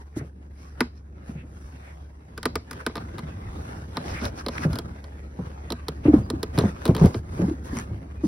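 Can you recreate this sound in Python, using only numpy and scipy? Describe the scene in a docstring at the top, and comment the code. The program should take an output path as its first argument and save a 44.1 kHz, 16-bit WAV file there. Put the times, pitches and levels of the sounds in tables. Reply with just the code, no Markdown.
"""Shifting about on a parked snowmobile

Someone beside an open trailer holds a camera close to a snowmobile's plastic panels. Hard parts
snap against the bodywork and make it ring. Fingers bump and rub the camera's case, sleeves swish
and a glove scrapes the plastic. Underneath lie softly stirred air and a distant machine's low hum."""
import sys
import numpy as np
from scipy import signal
from scipy.fft import rfft, irfft, next_fast_len
from scipy.io import wavfile
from scipy.ndimage import uniform_filter1d, map_coordinates

SR = 44100
rng = np.random.default_rng(int(sys.argv[2]) if len(sys.argv) > 2 else 0)


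def inscribe(sig):
    """Save sig as 16-bit PCM at rate SR to the path in sys.argv[1].

    A 1-D sig is mono; a 2-D sig holds one channel per row.
    Samples are clipped to [-1, 1] before scaling.
    """
    pcm = np.round(np.clip(np.atleast_2d(sig).T, -1, 1) * 32767)
    wavfile.write(sys.argv[1], SR, pcm.astype(np.int16))


N = 364707
COARSE_TIMES_S = np.arange(0, N / SR, .002)  # enough for slow changes in loudness

# soft finger bumps on the camera's case: start_s, level_db, pitch_hz, fade_s, scuff_over_ring_db
FINGER_BUMPS = [(0.167, -20, 308, 0.0066, -11), (0.213, -28, 156, 0.013, -3.5),
                (1.292, -28, 223, 0.0082, -9), (1.352, -25.5, 157, 0.011, -15),
                (1.435, -38.5, 280, 0.007, -4.5), (3.232, -25.5, 151, 0.008, -21),
                (4.653, -10, 152, 0.016, -9), (4.698, -19.5, 144, 0.0072, -9.5),
                (5.391, -22, 175.5, 0.014, -5.5), (6.056, -10, 298, 0.0051, -7),
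                (6.08, -6, 311, 0.0095, -14), (6.093, -8.5, 295, 0.0072, -25),
                (6.1366, -2, 297, 0.0075, -12.5), (6.162, -19, 214, 0.023, -8),
                (6.182, -15.5, 125, 0.011, -9.5), (6.333, -18.5, 314, 0.0072, -17),
                (6.582, -13, 126, 0.011, -9.5), (6.64, -11.5, 201.6, 0.018, -3.5),
                (6.892, -5, 138, 0.007, -8.5), (7.016, -3, 146, 0.0086, -11),
                (7.044, -8, 198, 0.0063, -4.5), (7.057, -11, 120, 0.015, -8.5),
                (7.164, -18.5, 105, 0.012, -12), (7.394, -19, 339, 0.0086, -2.5),
                (7.421, -13, 177, 0.012, -8.5), (7.438, -15.5, 193, 0.01, -24),
                (7.481, -16.5, 303, 0.0072, -24), (7.509, -17.5, 323, 0.0084, -33),
                (7.729, -22.5, 262, 0.0098, -11), (7.768, -25, 235, 0.017, -9),
                (7.91, -23.5, 98.4, 0.036, -12.5), (8.238, -12, 301, 0.0075, -13.5),
                (8.25, -16.5, 205, 0.0099, -32)]
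# steady shifting about: time_s, cloth_slide_db, grip_db
BODY_MOVEMENT = [(0.0, -62, -60), (0.33, -71, -56), (0.71, -63, -54), (1.04, -69, -55.5),
                 (1.469, -64.5, -49.5), (1.77, -56, -55), (2.16, -64, -55), (2.51, -55.5, -45),
                 (2.67, -59.5, -52.5), (2.85, -54.5, -55), (3.04, -52, -44.5), (3.55, -51.5, -43),
                 (3.88, -60.5, -49.5), (3.98, -49, -50), (4.12, -50, -57), (4.33, -51.5, -43),
                 (4.7, -53, -52), (4.86, -54, -39), (5.0, -56, -52.5), (5.24, -55.5, -49),
                 (5.3, -57.5, -49), (5.4, -54.5, -46), (5.71, -52, -49), (6.36, -56.5, -40.5),
                 (6.76, -51, -45), (6.91, -58.5, -59), (7.02, -59.5, -26.5), (7.16, -56, -49.5),
                 (7.45, -61, -35), (7.58, -56.5, -46), (7.7, -49, -39.5), (8.1, -59.5, -49),
                 (8.27, -56, -48.5)]
# the camera is lowered: time_s, position (0 above the panel, 1 beside it)
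CAMERA_POSITION = [(3.97, 0.06), (4.3, 1)]


def snaps():
    """A hard part hits the bodywork: a bright crack and stiff ring, then the panel's clack and boom."""
    # start_s, strength_db, then relative to that: flex_db (panel bending), latch_db, edge_db, sheen_db
    hits = [(0.8055, -27, -1, -7.5, -5.5, -0.5), (2.3768, -41, -6.5, -9, -5, 0.5),
            (2.4295, -39.5, -18, -10, -4, 1), (2.4546, -31, 0, -2.5, -3.5, 4.5),
            (2.555, -34, -1, -4, -2.5, 4.5), (2.7104, -43, -7.5, -3, -1.5, 7.5),
            (2.7304, -49, -6.5, -15, -3, 5), (2.864, -33, -1, -1.5, -3, 3),
            (2.895, -57.5, 9, -13, -14, -12), (2.9548, -40, -3, -4, -6, -0.5), (2.968, -46, 3, -2, -4, -2),
            (2.978, -44, -2, -4, -7, -13), (3.1821, -46.5, -4, -1, -7, 0.5), (3.191, -49, -3, 0, -7, 4),
            (3.9696, -35.5, -1, 1, -4.5, -5.5), (4.215, -49, 8.5, -1, -6, -8),
            (4.2529, -41, -5, 4.5, -1, 5), (4.4629, -36.5, 0.5, 1.5, -3, -5),
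            (4.4841, -36, -3, 0.5, -2, -1), (4.7306, -41.5, -1, -5, -4, 1.5), (4.7557, -42, -3, -3, -2, 3),
            (4.787, -36.5, -4, -1, -0.5, 4), (5.041, -49.5, -9, -7, -8, -5),
            (5.7034, -38.5, 0.5, 0.5, -4.5, -2), (5.7213, -36.5, -1.5, 2.5, -3.5, 2.5),
            (5.883, -35.5, -1.5, 1.5, -3.5, 3), (6.301, -37, 1, 1, -3, 4),
            (6.4298, -33, -1.5, -1, -4.5, 2.5), (6.577, -35.5, 6.5, -7, -17, -5),
            (6.5868, -29.5, -1.5, -2.5, -5.5, 1), (6.6078, -48, 17.5, 6, -12, -2),
            (6.8538, -32.5, 0, -4.5, -15, 4), (6.863, -42.5, 2, 2, -8, 3), (6.8782, -42.5, 8, -2, -10, 4),
            (6.9489, -35, -0.5, -10, -12, -0.5), (6.965, -35.5, -1.5, -11, -15, 0),
            (6.979, -42.5, 4, -4, -11, -8), (7.0579, -40.5, 0, -16, -6, 4.5),
            (7.144, -38.5, 4, -10, -17, -14)]
    # tone of the crack and of its glassy top: frequency_hz, level_db
    crack_tone = [(300, -9.5), (1200, 7), (2300, -15), (3200, 7.5), (3800, -1), (4200, 4.5), (4700, -3.5),
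                  (5200, 3.5), (6200, -16.5), (8300, -26), (16000, -31.5)]
    sheen_tone = [(5000, -32), (7000, 8.5), (9000, -4), (10100, 1), (11500, 7), (13000, 7.5), (16000, -3)]
    # ringing notes of a latch and of an edge: pitch_hz, level_db, ring_s
    latch_notes = [(3140, -4.5, 0.005), (3694, -3.5, 0.014), (3870, 2, 0.016), (4080, 8, 0.0097),
                   (4220, -6.5, 0.014)]
    edge_notes = [(4650, -4.5, 0.013), (5030, 3, 0.011), (5320, -3.5, 0.011), (6900, -14.5, 0.012),
                  (9290, -12.5, 0.0057), (10720, -16, 0.013), (11430, -22, 0.026)]
    # the hits drift to the right and back: time_s, left_minus_right_db
    direction = [(0.8, 0), (4.75, -0.5), (5.7, -2), (6.43, -2), (6.85, 0)]
    crack_db, chatter_db, chatter_s = -3.5, -16, 0.0045
    out, t = np.zeros((2, N)), np.arange(SR // 7) / SR
    for start, db, flex_db, latch_db, edge_db, sheen_db in hits:
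        crack = burst(crack_tone, t, wide=.28)
        sheen = amp(sheen_db) * burst(sheen_tone, t, wide=.4)
        latch = amp(latch_db) * ringing(latch_notes, t, lag_s=.0008)
        edge = amp(edge_db) * ringing(edge_notes, t, lag_s=.0008)
        panel = panel_clack(t, start, flex_db) + panel_boom(t, flex_db)
        pan_db = np.interp(start, *np.transpose(direction)) * np.array([[.5], [-.5]])
        gain = amp(db + pan_db)
        add(out, start, gain * (amp(crack_db) * crack + sheen + latch + edge + panel))
        # the part touches again at once, more softly
        add(out, start + chatter_s * rng.uniform(.5, 1.5), gain * amp(chatter_db) * (crack + sheen))
    return out


def panel_clack(t, start, flex_db):
    """The panel clacks; each spot that is hit favours the notes around one pitch."""
    # the panel's middle notes: pitch_hz, level_db, ring_s
    notes = [(945, 2, 0.031), (1014, 2.5, 0.034), (1211, 3.5, 0.034), (1490, 5.5, 0.02),
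             (1660, -4.5, 0.018), (2060, -1.5, 0.026), (2334, 1, 0.02), (2460, -6.5, 0.016),
             (2580, -6, 0.023)]
    # the hits wander over the panel: time_s, favoured_pitch_hz
    spots = [(0.8, 1680), (2.4, 1470), (2.55, 1340), (2.72, 1490), (2.9, 1130), (5.9, 950), (6.3, 1080)]
    # the rough part of the clack: frequency_hz, level_db
    rasp_tone = [(500, -24), (1100, -8.5), (1500, -3.5), (1900, 0), (2400, -2.5), (2900, -14.5),
                 (4500, -13), (7000, -41.5)]
    fall_db_per_octave, rasp_db = 13.5, -7.5
    favoured_hz = np.interp(start, *np.transpose(spots))
    # beside the panel the clack is quieter, shorter and arrives sooner
    beside = np.interp(start, *np.transpose(CAMERA_POSITION))
    clack_db = 7 + 0.31 * flex_db - 7 * beside
    ring_share = np.interp(beside, [0, 1], [1, 0.86])
    lag_s = np.interp(beside, [0, 1], [0.00097, 0.0001])
    favoured = [(hz, db - fall_db_per_octave * abs(np.log2(hz / favoured_hz)), ring_s * ring_share)
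                for hz, db, ring_s in notes]
    ring = ringing(favoured, t, lag_s, spread=0.14, scatter_db=2)
    return amp(clack_db) * (ring + amp(rasp_db) * burst(rasp_tone, t, wide=.3))


def panel_boom(t, flex_db):
    """The panel booms hollowly, louder and deeper where it bends more."""
    # the panel's low notes: pitch_hz, level_db, ring_s
    notes = [(153, -6, 0.13), (240, -1.5, 0.1), (364, -2.5, 0.057), (433.6, 8, 0.027), (556, 3, 0.018),
             (664, -12.5, 0.06)]
    tilt_db_per_octave = 2 - 0.062 * flex_db
    tilted = [(hz, db + tilt_db_per_octave * np.log2(hz / 350), ring_s) for hz, db, ring_s in notes]
    return amp(9 + flex_db) * ringing(tilted, t, lag_s=0.00243, spread=0.11, scatter_db=4)


def bumps():
    """A fingertip pushes the camera's case: a dull scuff of skin, a short ring and a low thud."""
    # tone of the scuff: frequency_hz, level_db
    scuff_tone = [(30, -24.5), (70, -5), (150, 7.5), (300, -0.5), (500, -7.5), (800, -17), (1500, -32),
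                  (3000, -64), (6000, -61), (16000, -50)]
    press_s, scuff_lead_s, leak_hz = 0.0042, 0.00255, 16
    thud_db, thud_hz = -6.5, 84
    out, t = np.zeros((2, N)), np.arange(SR // 5) / SR
    drag = (1 - np.exp(-t / 0.00049)) * (np.exp(-t / 0.021) + amp(-10.5) * np.exp(-t / 0.025))
    for start, db, hz, fade_s, scuff_db in FINGER_BUMPS:
        press = (1 - np.exp(-(t / press_s) ** 2)) * np.exp(-t / fade_s)
        ring = lambda pitch: press / press.max() * np.sin(2 * np.pi * pitch * t)
        add(out, start - scuff_lead_s, amp(db + scuff_db) * drag * noise(scuff_tone, len(t), wide=0.42))
        add(out, start, amp(db) * (ring(hz) + amp(scuff_db + thud_db) * ring(thud_hz)))
        # the finger settles again: later, weaker, lower
        add(out, start + 0.0254, amp(db - 11.5) * ring(hz * 0.802))
    return filtered(out, lambda hz: (1j * hz / (1j * hz + leak_hz)) ** 2)  # slow pushes leak away


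def rubbing_gains():
    """How strong rumble, swish and hiss are: surges add to the shifting, and bumps shake the case."""
    # brief surges of noise: peak_s, length_s, swish_db, hiss_over_swish_db
    # Most are a sleeve or hand moving. The one at 0.824 s is the first knock's fading tail,
    # and the one at 0.967 s is that knock's faint, late, hissy echo.
    noise_surges = [(0.008, 0.045, -53, -8), (0.177, 0.032, -68, 23), (0.26, 0.065, -57.5, -7.5),
                    (0.43, 0.084, -59.5, -14), (0.631, 0.2, -56.5, -6), (0.824, 0.1, -48.5, -12),
                    (0.967, 0.045, -70, -5), (1.19, 0.19, -58.5, -20), (1.298, 0.096, -50.5, -8),
                    (1.64, 0.33, -60, -2), (1.747, 0.028, -55, -23), (1.891, 0.17, -57.5, -7),
                    (2.748, 0.14, -47.5, -12.5), (3.004, 0.076, -48, -16), (3.684, 0.37, -45, -10.5),
                    (3.963, 0.13, -44.5, -13), (4.106, 0.2, -39.5, -9), (4.25, 0.073, -35.5, -9.5),
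                    (4.384, 0.067, -42.5, -7.5), (4.547, 0.11, -42.5, -12), (4.628, 0.073, -37, -10),
                    (4.736, 0.11, -41.5, -10.5), (5.465, 0.041, -46.5, -15), (6.141, 0.041, -42, -17),
                    (6.186, 0.067, -47.5, -6), (6.573, 0.078, -38, -11), (6.666, 0.1, -41, -8.5),
                    (6.856, 0.17, -42, -10.5), (6.99, 0.029, -45, -14), (7.05, 0.11, -39, -5.5),
                    (7.157, 0.072, -45, -5), (7.39, 0.23, -45, -7.5), (7.662, 0.058, -53.5, 3),
                    (7.768, 0.12, -41.5, -4), (8.26, 0.057, -43, -4)]
    shudder_db, shudder_s = -21.5, 0.038
    t = COARSE_TIMES_S
    slide_db, grip_db = curves(BODY_MOVEMENT, t)
    peak, length, db, bright_db = columns(noise_surges)
    surges = amp(db) * swells(peak, length)
    hit, hit_db, *_ = columns(FINGER_BUMPS)
    shudders = amp(hit_db + shudder_db) * (t > hit) * np.exp(-np.abs(t - hit) / shudder_s)
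    heaviness = amp(3 - 0.39 * bright_db)  # bright surges are light, so they rumble less
    rumble = together(amp(grip_db + 5.5), heaviness * surges, shudders)
    swish = together(amp(slide_db + 2.5), surges)
    fibre_db = -66.5 + 0.7 * (slide_db - slide_db.mean())
    hiss = together(amp(fibre_db), amp(bright_db) * surges)
    return rumble, swish, hiss


def rubbing(rumble, swish, hiss):
    """Cloth slides in uneven catches; the case passes on the low part as a rumble."""
    # tone of each part: frequency_hz, level_db
    rumble_tone = [(30, -39.5), (70, 5.5), (120, 0), (200, -1.5), (320, -5), (500, -15), (900, -27.5),
                   (2000, -47), (5000, -100)]
    swish_tone = [(150, -43.5), (400, 7), (700, 1), (1100, -2.5), (1600, -2.5), (2300, -8.5), (3200, -15.5),
                  (5000, -23), (9000, -35)]
    hiss_tone = [(1200, -23.5), (2800, -6), (4200, -4.5), (5600, 0), (7000, 2), (9000, -4.5), (11500, 2.5),
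                 (13000, 0), (16000, -6.5)]
    catches, fibres = wobble(55), wobble(600)
    case = unit(noise(rumble_tone, N) * amp(1.47 * wobble(22) + catches))
    folds = moving_folds(noise(swish_tone, N), depth_db=3.4)
    folds = unit(folds * amp(1.8 * catches + 2.6 * fibres))
    weave = moving_folds(noise(hiss_tone, N), depth_db=2.8)
    weave = unit(weave * amp(0.9 * catches + 0.72 * fibres))
    return rumble * case + swish * folds + hiss * weave


def moving_folds(x, depth_db):
    """The tone shifts from moment to moment as the folds of cloth move."""
    spectrum = signal.stft(x, nperseg=1024)[2]
    patches = uniform_filter1d(rng.standard_normal(spectrum.shape[1:]), size=5, axis=0)
    patches = uniform_filter1d(patches, size=7, axis=1)
    return signal.istft(spectrum * amp(depth_db * unit(patches)), nperseg=1024)[1][:, :N]


def crunches():
    """A hand drags hard over plastic: the skin slips so often that its crackles merge into a crunch."""
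    # hard drags: peak_s, length_s, level_db
    drags = [(6.051, 0.03, -46.5), (6.144, 0.04, -47), (6.548, 0.034, -50), (6.606, 0.046, -32.5),
             (6.651, 0.022, -42.5), (6.874, 0.035, -35.5), (6.998, 0.052, -34), (7.053, 0.038, -36.5),
             (7.382, 0.048, -54), (7.495, 0.011, -43), (7.77, 0.032, -48)]
    # tone of the crunch: frequency_hz, level_db
    tone = [(200, -5.5), (500, 14), (1100, 9), (2000, -7), (3000, -4), (4500, -9.5), (6000, -7),
            (9000, -20), (16000, -17.5)]
    slips_per_s, rise_s = 1100, .0004
    slips = (rng.random(N) < slips_per_s / SR) * rng.random(N)
    t = np.arange(SR // 50) / SR
    bursts = signal.fftconvolve(slips, t * np.exp(-t / rise_s))[:N]
    peak, length, db = columns(drags)
    return together(amp(db) * swells(peak, length)) * unit(bursts * noise(tone, N, wide=0.67))


def grit(rumble):
    """Under a firm grip the skin sticks and slips in tiny crackles."""
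    # tone of one slip: frequency_hz, level_db
    tone = [(300, 6.5), (700, 17), (1100, 14.5), (2200, -10), (4000, -10), (7000, -20), (16000, -7)]
    grit_db, slips_per_s, sticks_above_db, range_db = -16, 420, -44.5, 8.5
    firmness = np.clip((20 * np.log10(rumble) - sticks_above_db) / range_db, 0, 1)
    slips = (rng.random(N) < slips_per_s / SR) * amp(2.3 * np.minimum(rng.exponential(size=N), 3))
    t = np.arange(SR // 100) / SR
    slip = noise(tone, len(t)) * np.exp(-t / 0.0029)
    slips *= rng.choice([-1, 1], N)
    crackle = signal.fftconvolve(slips[None], slip, axes=1)[:, :N]
    return amp(grit_db) * rumble * firmness * unit(crackle)


def creak():
    """A fingertip creaks over the camera's case; each slip is a dry tick."""
    # slips: start_s, level_db
    slips = [(6.603, -44), (6.6225, -48), (6.9875, -51), (6.9965, -45), (7.003, -50), (7.0386, -46),
             (7.7702, -36), (7.777, -42), (7.7873, -34), (7.7985, -41)]
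    # the case's notes: pitch_hz, level_db, ring_s
    notes = [(1054, 5, 0.0056), (2120, -4, 0.0089), (5830, -4, 0.0062), (6770, 2, 0.0073),
             (8900, 0, 0.0031), (10800, -5, 0.0032)]
    out, t = np.zeros((2, N)), np.arange(SR // 50) / SR
    for start, db in slips:
        add(out, start, amp(db) * ringing(notes, t, lag_s=0))
    return out


def scrapes():
    """Grainy hiss, mostly the grain of the plastic flicking past a glove and ringing the panel."""
    # surges of grainy hiss: peak_s, length_s, level_db
    # The one at 0.969 s is the first knock's faint, late, hissy echo.
    surges = [(0.64, 0.18, -63), (0.969, 0.05, -65.5), (4.104, 0.11, -46), (4.194, 0.034, -53),
              (4.243, 0.071, -41), (4.387, 0.05, -46), (4.552, 0.1, -49), (4.633, 0.033, -41.5)]
    # where the panel rings: pitch_hz, width_hz, level_db
    resonances = [(1400, 130, 2), (1850, 120, 1), (2430, 220, 1), (4200, 550, -4), (5160, 520, 1),
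                  (5920, 990, -3.5)]
    grains_per_s, uneven_db = 2000, 2.5
    shared, apart = (rng.random((2, N)) < grains_per_s / SR) * rng.standard_normal((2, N))
    panel = lambda f: sum(amp(db) * 1j * f * width / (hz * hz - f * f + 1j * f * width) * (-1) ** k
                          for k, (hz, width, db) in enumerate(resonances))
    grains = filtered(shared + 0.5 * np.array([apart, -apart]), panel)
    peak, length, db = columns(surges)
    return together(amp(db) * swells(peak, length)) * unit(grains * amp(uneven_db * wobble(90)))


def zips_and_clack():
    """Noise with a rough pitch: ribbed fabric zipping over an edge, and also one short, dry clack."""
    # middle_s, level_db, half_length_s, pitch_hz; the row at 4.582 s is the clack, near 2.2 kHz
    sounds = [(0.193, -49, 0.066, 2000), (1.394, -54.5, 0.073, 2430), (1.879, -53, .09, 2250),
              (2.806, -41, 0.024, 1730), (4.173, -39, 0.077, 2200), (4.404, -43.5, 0.029, 1600),
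              (4.57, -40, 0.041, 1670), (4.582, -27.5, 0.0037, 2240), (4.641, -32.5, 0.019, 1900),
              (6.067, -44, 0.043, 2540), (7.791, -45.5, 0.047, 2000)]
    out = np.zeros((2, N))
    for middle, db, half, hz in sounds:
        t = np.arange(-half, half, 1 / SR)
        band = noise([(hz / 2, -26), (hz / 2.1, -6), (hz, 0), (hz * 1.16, -8), (hz * 2, -26)], len(t))
        add(out, middle - half, amp(db) * np.hanning(len(t)) * band)
    return out


def squeaks():
    """Thin, brief squeaks with a slightly unsteady pitch."""
    # middle_s, level_db, half_length_s, pitch_hz
    chirps = [(1.402, -56, 0.038, 2580), (4.173, -43, 0.035, 2370), (6.247, -59, 0.037, 4780),
              (8.198, -60.5, 0.057, 2480)]
    out = np.zeros((2, N))
    for middle, db, half, hz in chirps:
        t = np.arange(-half, half, 1 / SR)
        pitch = hz * (1 + 0.022 * wobble(300)[:len(t)])
        tone = np.sin(2 * np.pi * np.cumsum(pitch) / SR)
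        add(out, middle - half, amp(db) * np.hanning(len(t)) * tone)
    return out


def trailer_echo(x):
    """The open trailer gives back a faint short echo, weaker when the camera is beside the panel."""
    # how long the echo lasts: frequency_hz, ring_s
    ring_times = [(150, 0.3), (1000, 0.12), (2300, 0.2), (4500, 0.3), (7000, 0.11), (12000, 0.05)]
    beside, = curves(CAMERA_POSITION)
    sent = x * amp(-20.5 - 10 * beside)
    t = np.arange(SR // 3) / SR
    tail = dying(rng.standard_normal((2, len(t))), ring_times, window=256)
    tail *= 1 - np.exp(-t / 0.0031)
    return signal.fftconvolve(sent, tail / np.linalg.norm(tail[0]), axes=1)[:, :N]


def stirred_air():
    """Quick swings and an unsteady hand stir the air at the camera's microphone."""
    # swings of the camera: peak_s, level_db
    swings = [(0.18, -37), (1.67, -36), (3.1, -49), (3.48, -29.5), (4.13, -29.5), (4.721, -29), (6.92, -41),
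              (7.05, -18), (7.46, -29), (8.18, -38.5)]
    # deep tone of the air: frequency_hz, level_db
    tone = [(10, -28), (25, -27.5), (42, 4.5), (60, 2.5), (100, 5.5), (250, -62), (1000, -120)]
    peak, db = columns(swings)
    gusts = together(amp(db) * swells(peak, length_s=0.057))
    _, grip_db = curves(BODY_MOVEMENT)
    tremor = amp(grip_db + 0.5)
    return np.hypot(gusts, tremor) * noise(tone, N)


def hum():
    """A machine runs some way off; only its lowest tone carries."""
    # time_s, level_db
    loudness = [(0, -44), (1.5, -42.5), (2.5, -46), (4, -44.5), (5.5, -40), (8.27, -38.5)]
    pitch_hz = 70.45
    phase = 2 * np.pi * pitch_hz * np.arange(N) / SR + .08 * wobble(3)
    drift_db = .5 * wobble(3)
    return amp(curves(loudness)[0] + drift_db) * unit(np.sin(phase))


def ringing(notes, t, lag_s, spread=.2, scatter_db=1.5):
    """Struck plastic rings: low notes arrive later (lag_s at 1 kHz), left and right out of step."""
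    contact_s = 0.0002
    hz, db, ring_s = columns(notes)
    scatter, detune, skew = rng.standard_normal((3, len(notes), 1))
    age = np.maximum(t - lag_s * np.sqrt(1000 / hz), 0)
    rise = 1 - np.exp(-age / (contact_s + .5 / hz))
    envelope = amp(db + scatter_db * scatter - 60 * age / ring_s) * rise
    phase = 2 * np.pi * hz * (1 + 0.012 * detune) * age
    sides = [(envelope * np.sin(phase + side * spread * skew)).sum(0) for side in (-1, 1)]
    return unit_hit(np.array(sides))


def burst(tone, t, wide):
    """The noise of a hard hit: it rises at once, and its treble dies sooner than its bass."""
    # frequency_hz, ring_s
    ring_times = [(500, 0.13), (2000, 0.037), (5000, 0.032), (10000, 0.015), (16000, 0.021)]
    rise = 1 - np.exp(-t / 0.00057)
    return unit_hit(rise * dying(noise(tone, len(t), wide), ring_times, window=64))


def noise(tone, size, wide=1):
    """Stereo noise at level 1: nearly mono in the bass, wider higher up."""
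    # how alike left and right are when wide is 1: frequency_hz, likeness (0 to 1)
    likeness = [(100, 0.97), (200, 0.3), (400, 0), (800, 0.055), (1600, 0.33), (3000, 0), (6000, 0.68),
                (12000, 0.15)]
    angle = lambda hz: wide * np.arccos(np.clip(along(likeness, hz), -1, 1)) / 2
    shape = lambda hz: amp(along(tone, hz)) * [np.cos(angle(hz)), np.sin(angle(hz))]
    mid, side = filtered(rng.standard_normal((2, size)), shape)
    return unit(np.array([mid + side, mid - side]))


def dying(x, ring_times, window):
    """Fade each frequency by 60 dB over its own ring time."""
    hz, t, spectrum = signal.stft(x, SR, nperseg=window)
    fade = amp(-60 * t / along(ring_times, hz)[:, None])
    return signal.istft(spectrum * fade, SR, nperseg=window)[1][..., :x.shape[-1]]


def filtered(x, response):
    """Scale each frequency of x by response(hz)."""
    n = x.shape[-1]
    padded = next_fast_len(n + 8192)
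    return irfft(rfft(x, padded) * response(np.fft.rfftfreq(padded, 1 / SR)), padded)[..., :n]


def swells(peak_s, length_s):
    """One curve per event: it rises to a peak and falls again."""
    rise_share, roundness = 0.44, 2.2
    offset = (COARSE_TIMES_S - peak_s) / length_s
    return np.exp(-np.maximum(-offset / rise_share, offset / (1 - rise_share)) ** roundness)


def together(*gains):
    """Add coarse gain curves by power; gives one value per sample."""
    return np.interp(np.arange(N) / SR, COARSE_TIMES_S, np.linalg.norm(np.vstack(gains), axis=0))


def wobble(rate):
    """A smooth curve through `rate` random values a second."""
    return map_coordinates(rng.standard_normal(int(N * rate / SR) + 4), [np.arange(N) * rate / SR])


def curves(rows, t=np.arange(N) / SR):
    """Turn each column after the time into a curve over t."""
    times, *values = np.transpose(rows)
    return [np.interp(t, times, column) for column in values]


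def columns(rows):
    """Split a table into upright columns, ready to combine with a row of times."""
    return np.transpose(rows)[:, :, None]


def along(points, hz):
    """Read between (frequency_hz, value) points on a log scale."""
    frequencies, values = np.transpose(points)
    return np.interp(np.log(hz + 1), np.log(frequencies + 1), values)


def amp(db):
    """Decibels to gain."""
    return 10 ** (np.asarray(db) / 20)


def unit(x):
    """Scale to an average (rms) level of 1."""
    return x / np.sqrt(np.mean(x ** 2) + 1e-20)


def unit_hit(x):
    """Scale so the loudest hundredth of a second has level 1."""
    power = uniform_filter1d(np.mean(x ** 2, axis=0), SR // 100, mode="constant")
    return x / np.sqrt(power.max())


def add(track, start_s, sound):
    """Mix a sound into the track."""
    i = max(round(start_s * SR), 0)
    track[:, i:i + sound.shape[-1]] += sound[..., :max(N - i, 0)]


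def scene():
    """Snaps, handling and rubbing close by, over the hum."""
    hits = snaps()
    echo = trailer_echo(hits)
    rumble, swish, hiss = rubbing_gains()
    handling = bumps() + grit(rumble) + creak() + crunches() + stirred_air()
    rustle = rubbing(rumble, swish, hiss) + scrapes() + zips_and_clack()
    return hits + echo + handling + rustle + squeaks() + hum()


def record(dry):
    """The two microphone openings cancel some treble and widen the sound; the very top is cut off."""
    # dips in left plus right, and in left minus right: centre_hz, width_hz, depth_db
    mid_dips = [(7332, 840, 24.5), (13600, 2150, 19)]
    side_dips = [(10660, 1180, 20), (4310, 700, 2)]
    # stereo width: frequency_hz, side_gain_db
    widening = [(200, -15), (450, -4), (800, 5), (1300, 7), (2400, 2), (5000, 7), (8000, 7), (15000, -4)]
    top_hz = 15850
    dips = lambda table, hz: sum(db * np.exp(-((hz - centre) / width) ** 2) for centre, width, db in table)
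    mid = filtered((dry[0] + dry[1]) / 2, lambda hz: amp(-dips(mid_dips, hz)))
    side = filtered((dry[0] - dry[1]) / 2, lambda hz: amp(along(widening, hz) - dips(side_dips, hz)))
    return filtered(np.array([mid + side, mid - side]), lambda hz: 1 / np.sqrt(1 + (hz / top_hz) ** 240))


dry = scene()
out = record(dry)
inscribe(out)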